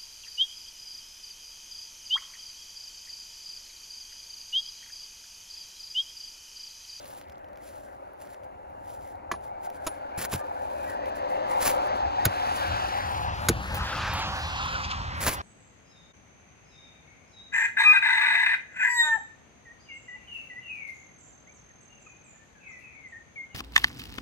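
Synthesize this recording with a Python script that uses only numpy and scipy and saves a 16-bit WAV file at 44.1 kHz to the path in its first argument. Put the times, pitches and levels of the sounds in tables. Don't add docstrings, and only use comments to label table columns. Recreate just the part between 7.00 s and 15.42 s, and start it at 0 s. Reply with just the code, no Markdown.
import sys
import numpy as np
from scipy import signal
from scipy.fft import rfft, irfft, next_fast_len
from scipy.io import wavfile
from scipy.ndimage import uniform_filter1d, map_coordinates

SR = 44100
rng = np.random.default_rng(int(sys.argv[2]) if len(sys.argv) > 2 else 0)


def ratio_of_db(decibels):
    return 10 ** (np.asarray(decibels, float) / 20)


def transcribe(signal):
    frames = np.atleast_2d(signal).T
    limited = np.clip(frames, -1, 1)
    pcm = np.round(limited * 32767).astype(np.int16)
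    wavfile.write(sys.argv[1], SR, pcm)


N = 371189


def unit(x):
    return x / np.sqrt(np.mean(x ** 2) + 1e-20)


def curves(rows):
    times, *columns = np.transpose(rows)
    return [np.interp(np.arange(N) / SR, times, column) for column in columns]


def wobble(rate):
    points = rng.standard_normal(int(N * rate / SR) + 4)
    return map_coordinates(points, [np.arange(N) * rate / SR])


def filtered(x, response):
    size = next_fast_len(x.shape[-1] + 8192)
    hz = np.fft.rfftfreq(size, 1 / SR)
    return irfft(rfft(x, size) * response(hz), size)[..., :x.shape[-1]]


def coloured(x, spectrum):
    points_hz, points_db = np.transpose(spectrum)

    def response(hz):
        return ratio_of_db(np.interp(np.log(hz + 1), np.log(points_hz), points_db))
    return unit(filtered(x, response))


def rush(spectrum, patchy_db):
    noise = signal.stft(rng.standard_normal(N), nperseg=512)[2]
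    patches = uniform_filter1d(rng.standard_normal(noise.shape), 5, 0)
    patches = unit(uniform_filter1d(patches, 12, 1))
    patchy = signal.istft(noise * ratio_of_db(patchy_db * patches), nperseg=512)[1][:N]
    return coloured(patchy, spectrum)


def ports(x, lag_ms, pan_db):
    n = np.arange(len(x))
    half_lag = lag_ms * SR / 2000
    left = map_coordinates(x, [n - half_lag])
    right = map_coordinates(x, [n + half_lag])
    return np.array([left * ratio_of_db(pan_db / 2), right * ratio_of_db(-pan_db / 2)])


def air():
    # (frequency [Hz], relative level [dB per Hz])
    air_tone = [(1500, -37), (3000, 2), (5000, -4), (8000, 0), (14000, -3), (16000, -8)]
    return ratio_of_db(-78) * rush(air_tone, patchy_db=2.5)


def car():
    # (time [s], engine rumble [dB], low, middle and high tyre tones [dB each])
    car_levels = [(0.0, -57, -50, -50, -57), (0.7, -58, -48.5, -50.5, -59),
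                  (1.2, -61.5, -48.5, -48.5, -56.5), (1.9, -53.5, -49.5, -43.5, -59.5),
                  (2.5, -56.5, -45.5, -41.5, -55.5), (3.1, -59, -42, -39.5, -49.5),
                  (3.6, -54, -40.5, -38.5, -48.5), (4.2, -52, -34.5, -38, -44), (4.5, -55, -33.5, -30, -41),
                  (4.8, -52.5, -32.5, -26, -38.5), (5.1, -43.5, -37, -28.5, -40),
                  (5.7, -43.5, -39, -31.5, -34.5), (6.2, -37, -44, -32, -38.5),
                  (6.62, -33.5, -47, -40.5, -40), (6.85, -35, -47.5, -41.5, -35),
                  (7.05, -33, -45.5, -38, -33.5), (7.22, -33, -45.5, -36, -33), (7.4, -38.5, -50, -39, -36),
                  (7.65, -36.5, -50, -40.5, -35), (8.1, -37, -53, -46.5, -39.5),
                  (8.4, -39.5, -47, -45, -39.5)]
    # (time [s], delay [ms], strength [0-1])
    wall_echo = [(0.0, 1.45, .15), (1.3, 1.43, .25), (2.0, 1.42, .2), (3.0, 1.33, .4), (3.9, 1.18, .55),
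                 (4.5, 1.0, .6), (5.0, .8, 0)]
    # (time [s], rise over hiss [dB], half length [s])
    road_grit = [(6.998, 1, 0.15), (7.7, 3.5, 0.41), (7.85, 6.5, 0.014), (7.916, 10.5, .012)]
    # (frequency [Hz], relative level [dB per Hz])
    rumble_tone = [(20, -58.5), (40, -3.5), (85, 4), (130, -7), (200, -10.5), (350, -26), (900, -66)]
    drone_tone = [(120, -42.5), (200, -13.5), (278, -9), (298, -2.5), (320, -10.5), (400, -7), (480, -12),
                  (900, -59.5)]
    moan_tone = [(350, -24.5), (400, -20), (478, -17), (515, 6), (555, 3.5), (605, 5), (650, 3), (690, -3),
                 (1000, -56)]
    roar_tone = [(400, -22), (600, -21), (700, 1.5), (790, 6.5), (850, 6), (940, 3.5), (1020, -6),
                 (1100, -13.5), (1400, -22.5), (2200, -70)]
    whirr_tone = [(600, -36), (1000, 4.5), (1400, 2.5), (1600, 1.5), (2000, -5.5), (2800, -14), (4500, -58)]
    hiss_tone = [(1500, -31), (2500, 5), (4500, -0.5), (6500, -9.5), (8500, -20), (12000, -89),
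                 (16500, -81)]
    bend = 2.0, 1.6, 1.44, 1.2

    t = np.arange(N) / SR
    rumble_db, moan_db, roar_db, whirr_db = curves(car_levels)
    near_db = rumble_db + 60
    drone_db = -20.5 + 0.79 * moan_db + 0.19 * near_db
    hiss_db = 6 + 1.475 * whirr_db + 0.17 * near_db + 0.6 * wobble(40)
    for s, swell_db, half_s in road_grit:
        hiss_db = hiss_db + swell_db * np.exp(-((t - s) / half_s) ** 2)

    pass_s, abreast_s = 6.8, 0.75
    bearing = np.arctan((t - pass_s) / abreast_s)
    turned = bearing - 0.3
    lag_ms = 0.465 * np.sin(turned)
    pan_db = 1.5 - 4.5 * np.tanh(turned / 0.12) * np.cos(bearing) ** 0.62
    echo_ms, echo_strength = curves(wall_echo)
    surge_db = 0.23 * wobble(5.0)

    def voice(spectrum, db, lag, pan, scatter_db, patchy_db, echo=0):
        straight = rush(spectrum, patchy_db)
        straight = straight + echo * map_coordinates(straight, [np.arange(N) - echo_ms * SR / 1000])
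        scattered = np.array([rush(spectrum, patchy_db), rush(spectrum, patchy_db)])
        scatter = ratio_of_db(scatter_db - 0.2 * near_db)
        return ratio_of_db(db + surge_db) * (ports(straight, lag, pan) + scatter * scattered)

    rumble_lag, drone_lag, moan_lag, roar_lag = np.outer(bend, lag_ms)
    rumble = voice(rumble_tone, rumble_db, rumble_lag, 0.065 * pan_db, scatter_db=-9.5, patchy_db=2.0)
    drone = voice(drone_tone, drone_db, drone_lag, 0.066 * pan_db, scatter_db=-3.5, patchy_db=0.5)
    moan = voice(moan_tone, moan_db, moan_lag, 1.1 * pan_db, scatter_db=-9.0, patchy_db=1.6)
    roar = voice(roar_tone, roar_db, roar_lag, 0.59 * pan_db, scatter_db=-11, patchy_db=2.3,
                 echo=echo_strength)
    whirr = voice(whirr_tone, whirr_db, lag_ms, 0.68 * pan_db, scatter_db=-4.0, patchy_db=3.0,
                  echo=echo_strength)
    hiss = voice(hiss_tone, hiss_db, lag_ms, -0.2 * pan_db, scatter_db=-2.5, patchy_db=1.3)
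    return rumble + drone + moan + roar + whirr + hiss


def swell_level_db():
    # (time at full force [s], relative level [dB], rise [s], hold [s], fall [s])
    swells = [(0.085, -60, 0.98, 0.1, 0.092), (0.647, -58.5, 0.064, 0, 0.47), (0.84, -65, 0.076, 0, 0.19),
              (1.205, -64.5, 0.027, 0.11, 0.11), (1.445, -73, .04, 0, .05),
              (1.89, -61.5, 0.15, 0.066, 0.13), (2.068, -64, 0.44, 0.029, 0.095),
              (2.448, -64, 0.092, 0, 0.074), (2.643, -58.5, 0.043, 0.024, 0.026),
              (2.761, -62, 0.11, 0.008, 0.019), (2.855, -58, 0.075, 0, 0.23),
              (3.179, -44, 0.007, 0.077, 0.02), (3.325, -42, 0.035, 0.034, 0.014),
              (3.376, -54.5, .03, 0.026, 0.027), (3.443, -67.5, .1, 0, 0.22),
              (3.906, -57.5, 0.75, 0, 0.083), (4.078, -65.5, 0.055, 0.021, 0.0093),
              (4.157, -55, 0.013, 0, 0.07), (4.302, -58, 0.029, 0, 0.12), (4.5, -55.5, 0.051, 0.22, .05),
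              (4.624, -37.5, .05, .03, .05), (4.659, -33, 0.07, 0.016, 0.09),
              (4.82, -61.5, 0.19, 0.059, 0.012), (4.965, -57.5, 0.04, 0, .055),
              (5.35, -59, 0.29, 0.86, 0.17), (5.568, -47, 0.19, 0, 0.12), (5.88, -54, .05, 0, .2),
              (6.413, -55.5, 0.041, 0.052, 0.054), (6.345, -63, .1, 1, .1),
              (6.627, -58.5, 0.13, 0.16, 0.28), (6.743, -50, 0.0032, 0.042, 0.0067),
              (6.833, -58.5, 0.076, 0.11, 0.51), (7.136, -56.5, 0.11, 0.053, 0.18),
              (7.369, -58.5, 0.34, 0.063, 0.33), (7.658, -63, 0.3, 0.072, .27),
              (8.208, -41, 0.0069, 0.14, 0.021), (8.274, -33, 0.075, 0.016, 0.035),
              (8.308, -46, .05, 0.034, 0.058)]
    t = np.arange(0, N + 32, 32) / SR
    s, db, rise, hold, fall = np.transpose(swells)[..., None]
    rising = np.maximum(s - t, 0) / rise
    falling = np.maximum(t - s - hold, 0) / fall
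    strongest = np.max(db - 25 * (rising + falling), axis=0)
    return np.interp(np.arange(N) / SR, t, strongest)


def rubbing():
    # (frequency [Hz], relative level [dB per Hz])
    cloth_tone = [(1500, -58), (3000, 10), (4500, 9.5), (6500, 6.5), (8500, 19), (13500, 3), (16500, -20)]
    # (frequency [Hz], relative level [dB per Hz])
    grip_tone = [(60, -0.5), (250, -3), (700, -3), (2000, -3), (3500, -11.5), (6000, -9)]
    db = swell_level_db() + 1.2 * wobble(25)
    hard_db = np.maximum(db + 50.0, 0)
    grain_db = 3.3 * wobble(700) + 1.5 * wobble(150) + 1.1 * wobble(60)
    grains = rng.standard_normal(N) * ratio_of_db(grain_db)
    cloth = ratio_of_db(db + 1.5 - 0.041 * hard_db) * coloured(grains, cloth_tone)
    grip = ratio_of_db(db + 5.0 + 0.29 * hard_db) * coloured(grains[::-1], grip_tone)
    wide = ratio_of_db(db - 22.0 - 0.15 * hard_db) * coloured(rng.standard_normal((2, N)), cloth_tone)
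    return ports(cloth, 0.02, -3) + ports(grip, 0.039, 0.1) + wide


def squeak():
    # (time [s], half length [s], pitch [Hz], level [dB])
    squeaks = [(3.42, .03, 1200, -46), (3.895, .028, 1925, -46)]
    t = np.arange(N) / SR
    out = np.zeros(N)
    for s, half_s, hz, db in squeaks:
        swell = np.exp(-((t - s) / half_s) ** 4)
        out += ratio_of_db(db) * swell * np.sin(2 * np.pi * hz * t)
    return out


def dry_clicks():
    # (time [s], relative level [dB], relative level of the body [dB])
    ticks = [(0.045, -56, 5), (0.0553, -48, 0), (0.0595, -55, 8), (0.07, -56, 5), (0.104, -50, 0),
             (0.109, -57, 6), (0.381, -66, 8), (0.486, -68, 9), (0.585, -68, 9), (1.273, -64, 9),
             (1.435, -67, 9), (0.175, -56, -6), (0.2136, -54, 7), (0.297, -59, 8), (0.3, -60, 8),
             (0.322, -58.5, 7), (0.444, -66.5, 13.5), (0.5322, -63, 3), (0.558, -68, 14),
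             (0.5735, -55.5, 3), (1.134, -58, -5), (1.1772, -68, 1), (1.70, -67, -5), (1.3443, -62, 13),
             (0.284, -66, 2), (0.392, -69, -4), (2.1544, -65, 6), (2.701, -48, 1.5), (3.1637, -59, -8),
             (3.328, -45, 5), (3.3802, -51, -6), (4.0584, -54, 7), (4.6944, -35, -12), (5.2543, -14, -11),
             (5.3625, -49, -6), (6.7463, -33, -6), (6.753, -33, -5), (7.138, -37, -14)]
    snap_tone = [(5500, -30), (10500, -5), (11800, -1), (15000, 0), (17000, -6)]
    body_tone = [(600, -9), (1800, 1.5), (4000, -7), (6000, -8.5), (10000, -30)]
    out = np.zeros(N + SR)
    t = np.arange(SR // 20) / SR
    fade = ratio_of_db(-60 * t / 0.007) + ratio_of_db(-12 - 60 * t / 0.03)
    for s, db, body_db in ticks:
        snap = coloured(rng.standard_normal(len(t)), snap_tone)
        body = ratio_of_db(body_db - 2.5) * coloured(rng.standard_normal(len(t)), body_tone)
        out[round(s * SR):][:len(t)] += ratio_of_db(db + 4.5) * fade * (snap + body)
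    return ports(out[:N], 0.006, -1.0)


def crackle(count=160):
    when, pitch, size = rng.random((count, 3)).T
    s = -0.14 * np.log(1 - 0.95 * when)
    hz = (2600 * 3.5 ** pitch)[:, None]
    t = np.arange(128) / SR
    loudness = ratio_of_db(-51 - 15 * s + 6.4 * size)[:, None]
    grains = loudness * np.exp(-0.6 * hz * t) * np.sin(2 * np.pi * hz * t)
    where = (s * SR).astype(int)[:, None] + np.arange(128)
    mixed = np.bincount(where.ravel(), grains.ravel(), N)
    return ports(mixed, 0.061, -1.5)


def chatter(count=7):
    # (time [s], bounces per second [1/s], level [dB], time for the train to fade by 60 dB [s])
    trains = [(2.8668, 322, -23, .06)]
    # (pitch [Hz], relative level [dB], time to fade by 60 dB [s])
    socket = [(330, -11, .015), (648, -1, .022), (975, -2, .018), (1310, -2.5, .016), (2400, -12, .01),
              (3100, -10, .006)]
    out = np.zeros(N + SR)
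    t = np.arange(SR // 20) / SR
    knock = sum(ratio_of_db(db - 60 * t / t60) * np.sin(2 * np.pi * hz * t) for hz, db, t60 in socket)
    for s, rate, db, t60 in trains:
        for k in range(count):
            start = round((s + (k + rng.normal(0, 0.03)) / rate) * SR)
            first_db = -5 if k == 0 else 0
            bounce_db = db - 60 * k / rate / t60 + first_db + rng.normal(0, 1)
            out[start:][:len(t)] += ratio_of_db(bounce_db) * knock
    return ports(out[:N], 0.0095, -1.1)


def thuds():
    # (time [s], level [dB], centre [Hz], spread [octaves])
    thud_rows = [(2.316, -27, 280, 0.68), (3.179, -30, 130, 1.6), (3.332, -24.5, 170, 0.78),
                 (3.347, -22, 100, 0.65), (5.257, -19, 220, 0.8), (5.263, -11.5, 96, 0.3),
                 (6.492, -10, 298, 1.2), (6.512, -20, 85, 0.5), (8.275, -22, 180, .8)]
    # (pitch [Hz], time to fade by 60 dB [s])
    crust = [(48, 0.0173), (95, 0.088), (126, 0.071), (172, 0.061), (240, 0.048), (339, 0.061),
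             (450, 0.054)]
    out = np.zeros(N + SR)
    t = np.arange(SR // 2) / SR
    onset = 1 - np.exp(-t / 0.0045)
    for s, db, centre_hz, spread in thud_rows:
        swing = np.zeros(len(t))
        for hz, t60 in crust:
            off_centre_db = 3.1 * (np.log2(hz / centre_hz) / spread) ** 2
            swing += ratio_of_db(db - off_centre_db - 60 * t / t60) * np.sin(2 * np.pi * hz * t)
        out[round(s * SR):][:len(t)] += swing * onset
    return out[:N]


def blows():
    # (time [s], rise [s], crunch level [dB], crunch length [s],
    # treble over crunch [dB], knock level [dB], knock centre [Hz], steel level [dB],
    # steel tilt [dB per octave], fade of 60 dB by the soil's damping alone [s])
    blow_rows = [(2.3138, 0.002, -33, 0.0054, -8, -14, 1300, -57, 4.5, 0.67),
                 (2.338, 0.0028, -57, 0.019, -15, -31, 1200, -72, 2, 0.6),
                 (2.8653, 0.0025, -33.5, 0.0094, 1, -26, 950, -49, 5.5, 0.4),
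                 (4.657, .002, -42, .012, -8, -34, 2300, -50, 0, .05),
                 (8.2695, .002, -33, .006, -8, -23, 1500, -48, 0, .04),
                 (8.278, .002, -32, .008, -8, -25, 720, -45, 0, .04),
                 (3.3268, 0.00065, -39.5, 0.014, -14.5, -32.5, 890, -60, 6, .3),
                 (6.4854, 0.00071, -27.5, 0.0071, 6.5, -41, 900, -22.5, 0, 0.059),
                 (5.2489, 0.0058, -29, 0.011, -2, -25, 1150, -19.5, -2.5, 0.055)]
    # (pitch [Hz], relative level [dB], time to fade by 60 dB [s])
    handle = [(348, 7, 0.078), (414, 6.5, .05), (653, -1, 0.051), (815, -17, 0.028), (958, -6, 0.034),
              (1015, -7.5, 0.032), (1140, 2, 0.023), (1327, -9.5, 0.024), (1710, -8, 0.051),
              (1970, -9, 0.042), (2410, -1, 0.022)]
    # (pitch [Hz], relative level [dB], time to fade by 60 dB without soil [s])
    steel = [(1500, 1, .07), (1830, -5, .05), (2187, -1, .04), (3760, -1, .045), (4040, -2, .035),
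             (4610, -7, .04), (4950, -4, .04), (6690, -1, .04), (6970, -2, .035), (9530, -8, .03),
             (9770, -6, .2), (9985, -3, .22), (10065, -8, .15), (11280, -6, .04)]
    # (frequency [Hz], relative level [dB per Hz])
    crunch_tone = [(300, 4), (1200, 9), (3000, 4), (4500, 1.5), (6800, -2), (9000, -40)]
    # (frequency [Hz], relative level [dB per Hz])
    spit_tone = [(4000, -22.5), (7000, -3), (10000, -4.5), (11800, -1), (16500, -13.5)]
    out = np.zeros((2, N + SR))
    t = np.arange(SR // 2) / SR

    def tone(db, hz):
        return ratio_of_db(db + rng.normal(0, 1)) * np.sin(2 * np.pi * (hz * t + rng.random()))

    for (s, rise, crunch_db, length, treble_db, knock_db, centre_hz,
         steel_db, tilt_db, soil_t60) in blow_rows:
        after = np.maximum(t - length, 0)
        spatter = ratio_of_db(-21.5 - 60 * t / 0.18)
        grit = rng.standard_normal(len(t)) * ratio_of_db(2.8 * wobble(1500)[:len(t)])
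        crunch = (ratio_of_db(-60 * after / 0.039) + spatter) * coloured(grit, crunch_tone)
        spit = (ratio_of_db(-60 * after / 0.025) + 0.6 * spatter) * coloured(grit, spit_tone)
        spit = ratio_of_db(treble_db) * spit

        handle_free = np.maximum(t - 0.14 * length, 0)
        steel_free = np.maximum(t - 0.55 * length, 0)
        knock = np.zeros(len(t))
        for hz, db, t60 in handle:
            off_centre_db = 13.8 * np.log2(hz / centre_hz) ** 2
            knock += tone(knock_db + db - off_centre_db - 60 * handle_free / t60, hz)
        ring = np.zeros(len(t))
        for hz, db, t60 in steel:
            start_db = steel_db + db + tilt_db * np.log2(hz / 1500)
            ring += tone(start_db - 60 * steel_free * (1 / t60 + 1 / soil_t60), hz)
        ring = ring * ratio_of_db(1.8 * wobble(900)[:len(t)] - 0.4)

        blow = ratio_of_db(crunch_db) * (crunch + spit) + knock + ring
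        onset = 1 - np.exp(-t / rise)
        out[:, round(s * SR):][:, :len(t)] += ports(blow * onset, 0.0094, -1.2)
    return out[:, :N]


def scene():
    background = air() + car()
    gardener = rubbing() + squeak()
    soil = dry_clicks() + crackle() + thuds()
    return background + gardener + soil + chatter() + blows()


def roll_off(x):
    return signal.sosfilt(signal.butter(12, 16870, fs=SR, output="sos"), x)


def record(dry):
    # (lower edge [Hz], upper edge [Hz])
    flipped_bands = [(7800, 9280), (12350, 14330), (15900, 17500)]

    def above(hz, edge_hz):
        return 0.5 + 0.5 * np.tanh((hz - edge_hz) / 120)

    def own_share(hz):
        return 1 - 0.97 * above(hz, 7350)

    def sign(hz):
        return 1 - 2 * sum(above(hz, low) - above(hz, high) for low, high in flipped_bands)

    def top_cut(hz):
        return ratio_of_db(-42 * above(hz, 15850))

    own = filtered(dry[1], own_share)
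    borrowed = filtered(dry[0], lambda hz: (1 - own_share(hz)) * sign(hz))
    mix = filtered(np.array([dry[0], own + borrowed]), top_cut)
    return roll_off(mix)


dry = scene()
out = record(dry)
transcribe(out)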